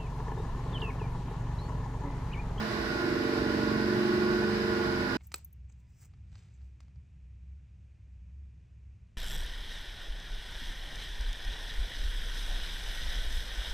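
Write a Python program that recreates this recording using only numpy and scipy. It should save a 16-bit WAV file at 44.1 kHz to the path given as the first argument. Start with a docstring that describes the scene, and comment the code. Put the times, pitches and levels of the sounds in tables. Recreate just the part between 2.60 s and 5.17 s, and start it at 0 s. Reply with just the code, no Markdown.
"""A spin dryer at full speed in a hard-walled room, heard from just above its lid.
Its unbalanced drum shakes the steel shell once a turn: near-aligned harmonics make a throbbing hum,
whose partials swell and fade as hand-held microphones drift through the standing waves.
Around it are a motor tone (sine), bearing whir (noise bands with tonal cores), rushing air
(coloured stereo noise) and soft tub thuds (short low cosines)."""
import sys
import numpy as np
from scipy import signal
from scipy.fft import rfft, irfft
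from scipy.io import wavfile

SR = 44100
rng = np.random.default_rng(int(sys.argv[2]) if len(sys.argv) > 2 else 0)


def transcribe(signal):
    """Save signal, clipped to [-1, 1], as a 16-bit WAV file at the path in sys.argv[1]."""
    frames = np.atleast_2d(signal).T
    limited = np.clip(frames, -1, 1)
    pcm = np.round(limited * 32767).astype(np.int16)
    wavfile.write(sys.argv[1], SR, pcm)


N = 113337

LEFT_LAG_S = .00018  # sound reaches the left microphone later
WOBBLE_HZ = 2.996  # top rate of the speed wobble


def amp(db):
    """Decibels to gain."""
    return 10 ** (np.asarray(db) / 20)


def evened(x):
    """Scales to rms 1."""
    return x / np.sqrt(np.mean(abs(x) ** 2) + 1e-20)


def clock():
    """Time of each sample in seconds."""
    return np.arange(N) / SR


def lagged_clock():
    """Source time at each microphone (left, right) in seconds."""
    return clock() - np.array([[LEFT_LAG_S], [0]])


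def curve(points):
    """Joins (s, value) points by straight lines."""
    return np.interp(clock(), *np.transpose(points))


def panned(x, pan_db):
    """Places a sound by its left-right level difference."""
    return x * amp([[pan_db / 2], [-pan_db / 2]])


def wander(top_hz, count=12):
    """Slow random motion of rms 1: sines from top_hz / 10 to top_hz in random phase."""
    coarse_s = np.linspace(0, N / SR, num=600)
    rates_hz = np.geomspace(top_hz / 10, top_hz, count)[:, None]
    waves = np.sin(2 * np.pi * (rates_hz * coarse_s + rng.random((count, 1)))).sum(0)
    return np.interp(clock(), coarse_s, evened(waves - waves.mean()))


def noise_bins():
    """Spectrum of white noise of rms 1, one per channel."""
    return rfft(rng.standard_normal((2, N)))


def hum():
    """Harmonics of the drum's rotation, roughly in step so that they throb once a turn."""
    turn_hz, wobble_turns = 23.79, .0041
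    push_s = .022  # moment in each turn when the drum pushes hardest
    ring_order = 15  # partial at which the shell rings most strongly
    smear_rad = .05  # per order squared: the shell passes low partials later than high ones
    drift_rad, drift_db, drift_hz = .22, .8, 1.3  # room shifts of each partial
    rise_db, rise_s = -8, .45  # tabled harmonics start weak and swell in
    # random phase spread, a blurred throb that tightens to a crisp one, then blurs again:
    # time_s, spread_rad
    scatter = [(.15, 1.5), (.45, .7), (.8, .45), (1.15, .45), (1.4, 1.2), (2.57, 1.4)]
    # later arrival of the throb as the microphones drift: time_s, lag_s
    push_lag = [(.85, 0), (1.3, .004), (1.8, .004), (2.1, 0)]
    # partials with their own swells: time_s, level_db (before mix gain)
    ninth = [(0.05, -37), (.12, -42), (.21, -40), (.26, -47), (0.7, -46), (1.1, -35), (1.9, -35),
             (2.55, -41)]
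    fourteenth = [(0, -50), (.2, -41), (.3, -42), (.5, -35.5), (.75, -42), (1.1, -38.5), (1.5, -46),
                  (2, -52)]
    fifteenth = [(0, -50), (0.15, -44), (0.32, -44), (0.42, -34), (0.62, -36), (0.8, -39), (1.02, -49),
                 (1.21, -38), (1.28, -33), (1.52, -29.5), (1.75, -30), (2.0, -35), (2.12, -33), (2.33, -35),
                 (2.57, -43)]
    # partials passing through standing waves:
    # order, crest_level_db (before mix gain), pan_db (left-right), crest_s, crest_period_s, dip_depth_db
    harmonics = [(2, -53, -2, 1.5, 1.3, 4), (3, -56, -3, .3, 2.7, 4), (4, -48, -4, 1.3, 1.7, 4),
                 (5, -48, 0, 1.9, 1.0, 4), (6, -47, 0, 1.65, 2.0, 12), (7, -54, 1, 1.05, 1.9, 12),
                 (8, -44.5, -1, 1.75, 3.2, 8), (10, -41, -4, 1.25, 2.1, 22), (11, -39, -6, .8, 2.1, 18),
                 (13, -38, -2, 1.1, 2.2, 22), (16, -45, -4, 1.55, 3.0, 12), (17, -44, -1, .95, 1.0, 12),
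                 (18, -46, 0, 1.2, 3.0, 22), (19, -38.5, -2, 1.0, 1.1, 11), (20, -53, 0, .75, 2.5, 12),
                 (25, -47.5, -7, .9, 2.6, 22), (26, -54, -3, 1.15, 1.0, 4)]

    t = clock()
    turns = turn_hz * (lagged_clock() - push_s) + wobble_turns * wander(WOBBLE_HZ)

    def partial(level_db, pan_db, order):
        """One harmonic, its phase shifted by scatter, drift, shell smear and throb lag."""
        from_ring = order - ring_order
        shift_rad = curve(scatter) * rng.standard_normal() * min(abs(from_ring), 1)  # none at the ring
        shift_rad = shift_rad + drift_rad * wander(drift_hz)
        shift_rad += smear_rad * from_ring ** 2
        shift_rad -= 2 * np.pi * from_ring * turn_hz * curve(push_lag)
        wave = np.sqrt(2) * np.cos(2 * np.pi * order * turns + shift_rad)
        return panned(amp(level_db) * wave, pan_db)

    out = partial(curve(ninth), pan_db=-5.5, order=9)
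    out += partial(curve(fourteenth), pan_db=-8, order=14)
    out += partial(curve(fifteenth), pan_db=-1, order=15)
    fade_in_db = rise_db * np.maximum(1 - t / rise_s, 0)
    for order, crest_db, pan_db, crest_s, period_s, depth_db in harmonics:
        angle = np.pi * (t - crest_s) / period_s
        standing_wave = np.hypot(np.cos(angle), amp(-depth_db) * np.sin(angle))
        swell_db = 20 * np.log10(standing_wave) + drift_db * wander(drift_hz)
        out += partial(crest_db + swell_db + fade_in_db, pan_db, order)
    return out


def motor():
    """The motor's own tone, a sine beating slowly against the drum's fourteenth partial."""
    motor_hz = 331.7
    # time_s, level_db
    motor_level = [(0, -56), (1.1, -52), (1.5, -44), (2.2, -41.5), (2.57, -43)]
    turns = motor_hz * lagged_clock() + rng.random()
    return panned(amp(curve(motor_level)) * np.sqrt(2) * np.cos(2 * np.pi * turns), pan_db=-5)


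def bearings():
    """Bearings excite shell resonances: bands of noise, the narrow ones with a wavering tonal core."""
    waver_db, waver_hz = 3.5, 8
    core_share, core_width_hz = .85, 19.7  # narrower tones hold more core
    # bearing tones and shell resonances: tone_hz, width_hz, left_db, right_db (before mix gain)
    tones = [(570, 12, -58, -52), (595, 30, -58, -52), (616, 28, -54, -53), (848, 30, -55, -50),
             (868, 20, -60, -55), (978, 12, -62, -56), (998, 9, -58, -52), (1018, 12, -60, -55),
             (1107, 9, -51, -52), (1197, 10, -64, -56), (1434, 14, -51, -44.5), (1460, 110, -47, -44.5),
             (1481, 16, -53, -48), (1514, 12, -51, -50), (1634, 11, -54, -50), (1726, 35, -58, -49),
             (1915, 50, -58, -55), (2174, 21, -53, -61), (2436, 81, -61, -59), (2803, 26, -62, -62),
             (2836, 24, -65, -62), (3029, 14, -61, -56.5), (4057, 83, -73, -61), (4732, 349, -61, -54),
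             (4951, 368, -62, -52)]
    hz = np.fft.rfftfreq(N, 1 / SR)
    out = np.zeros((2, N))
    for tone_hz, width_hz, left_db, right_db in tones:
        resonance = 1 / (1 + (2 * (hz - tone_hz) / width_hz) ** 2)
        fuzz = evened(irfft(noise_bins() * resonance, N))
        turns = tone_hz * lagged_clock() + rng.random()
        tone = np.sin(2 * np.pi * turns + wander(WOBBLE_HZ))
        core = evened(amp(waver_db * wander(waver_hz)) * tone)
        clean = np.clip(core_share * np.exp(-(width_hz / core_width_hz) ** 2), 0, 1)
        out += amp([[left_db], [right_db]]) * (np.sqrt(clean) * core + np.sqrt(1 - clean) * fuzz)
    return out


def rush():
    """Air rush and rolling noise, coloured by the shell, with fixed ripples and a slight flutter."""
    ripple_db, ripple_width_hz = 1.6, 22  # close-packed resonances of shell and room
    flutter_db, flutter_hz = .42, 14
    # noise colour: freq_hz, left_db_per_hz, right_db_per_hz (before mix gain)
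    colour = [(20, -87.0, -86.0), (35, -82.5, -80.5), (52, -64.0, -62.0), (62, -64.5, -62.0),
              (78, -69.5, -66.5), (135, -59.5, -60.5), (175, -71.5, -68.5), (240, -67.5, -64.0),
              (285, -73.0, -70.5), (350, -67.5, -64.0), (470, -70.5, -66.5), (540, -84.5, -76.0),
              (620, -75.0, -67.5), (720, -74.5, -70.5), (920, -78.5, -74.0), (1080, -71.5, -68.0),
              (1250, -76.5, -76.0), (1370, -71.5, -69.5), (1580, -74.0, -73.0), (1950, -72.5, -69.5),
              (2110, -79.0, -77.5), (2350, -79.5, -78.0), (2700, -80.5, -80.5), (3200, -86.0, -82.5),
              (3900, -82.0, -78.0), (4900, -91.0, -81.5), (5350, -86.0, -81.5), (5900, -88.5, -90.5),
              (7000, -93.5, -102.5), (7600, -92.0, -104.5), (8400, -97.0, -108.5), (9500, -100.5, -101.0),
              (12200, -101.0, -98.0), (14200, -105.0, -106.0), (15500, -113.0, -114.0)]
    # likeness of the two channels: freq_hz, coherence (0-1)
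    likeness = [(60, 0.95), (200, 0.96), (380, 0.79), (700, 0.48), (1300, 0.11), (4000, 0.026),
                (15000, 0.038)]
    hz = np.fft.rfftfreq(N, 1 / SR)

    def read(points):
        """Table columns interpolated over log frequency."""
        freq_hz, *columns = np.transpose(points)
        return np.array([np.interp(np.log(hz + 1), np.log(freq_hz), c) for c in columns])

    same = np.clip(read(likeness)[0], -1, 1)
    shared, separate = noise_bins()
    left = shared * np.exp(-2j * np.pi * hz * LEFT_LAG_S)
    right = same * shared + np.sqrt(1 - same ** 2) * separate
    knots = rng.standard_normal(size=(2, 4000))
    ripple = np.array([np.interp(hz / ripple_width_hz, np.arange(len(k)), k) for k in knots])
    # ripple is weaker where the channels are alike
    colour_db = read(colour) + ripple_db * (1 - same) * evened(ripple)
    noise = irfft(np.array([left, right]) * amp(colour_db), N) * np.sqrt(SR / 2)  # to level per Hz
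    return noise * amp(flutter_db * wander(flutter_hz))


def thuds():
    """The tub's low rumble bunches into soft bumps: cosines under Gaussian envelopes."""
    width_s = .022  # peak to 1/e
    # peak_s, peak_db, pitch_hz
    bumps = [(0.207, -36, 62.6), (.359, -38, 54), (.589, -41, 51), (.799, -36, 57), (1.089, -44, 68)]
    t = clock()
    out = np.zeros(N)
    for peak_s, peak_db, pitch_hz in bumps:
        envelope = amp(peak_db) * np.exp(-((t - peak_s) / width_s) ** 2)
        out += envelope * np.cos(2 * np.pi * pitch_hz * (t - peak_s))
    return out


def scene():
    """Mixes the whole machine; the whir grows a little from start to end."""
    whir_rise_db = 2.5
    whir_db = .9 + whir_rise_db * (clock() / clock()[-1] - .5)
    return amp(-.12) * hum() + motor() + amp(whir_db) * bearings() + amp(.7) * rush() + thuds()


def record(dry):
    """The recorder's band limit, with a brief fade at either end."""
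    edge_hz, fade_s = 15650, .0006
    t = clock()
    fade = np.clip(np.minimum(t, t[-1] - t) / fade_s, 0, 1)
    low_pass = signal.firwin(511, edge_hz, window=("kaiser", 9), fs=SR)
    return fade * signal.oaconvolve(dry, low_pass[None], "same")


dry = scene()
out = record(dry)
transcribe(out)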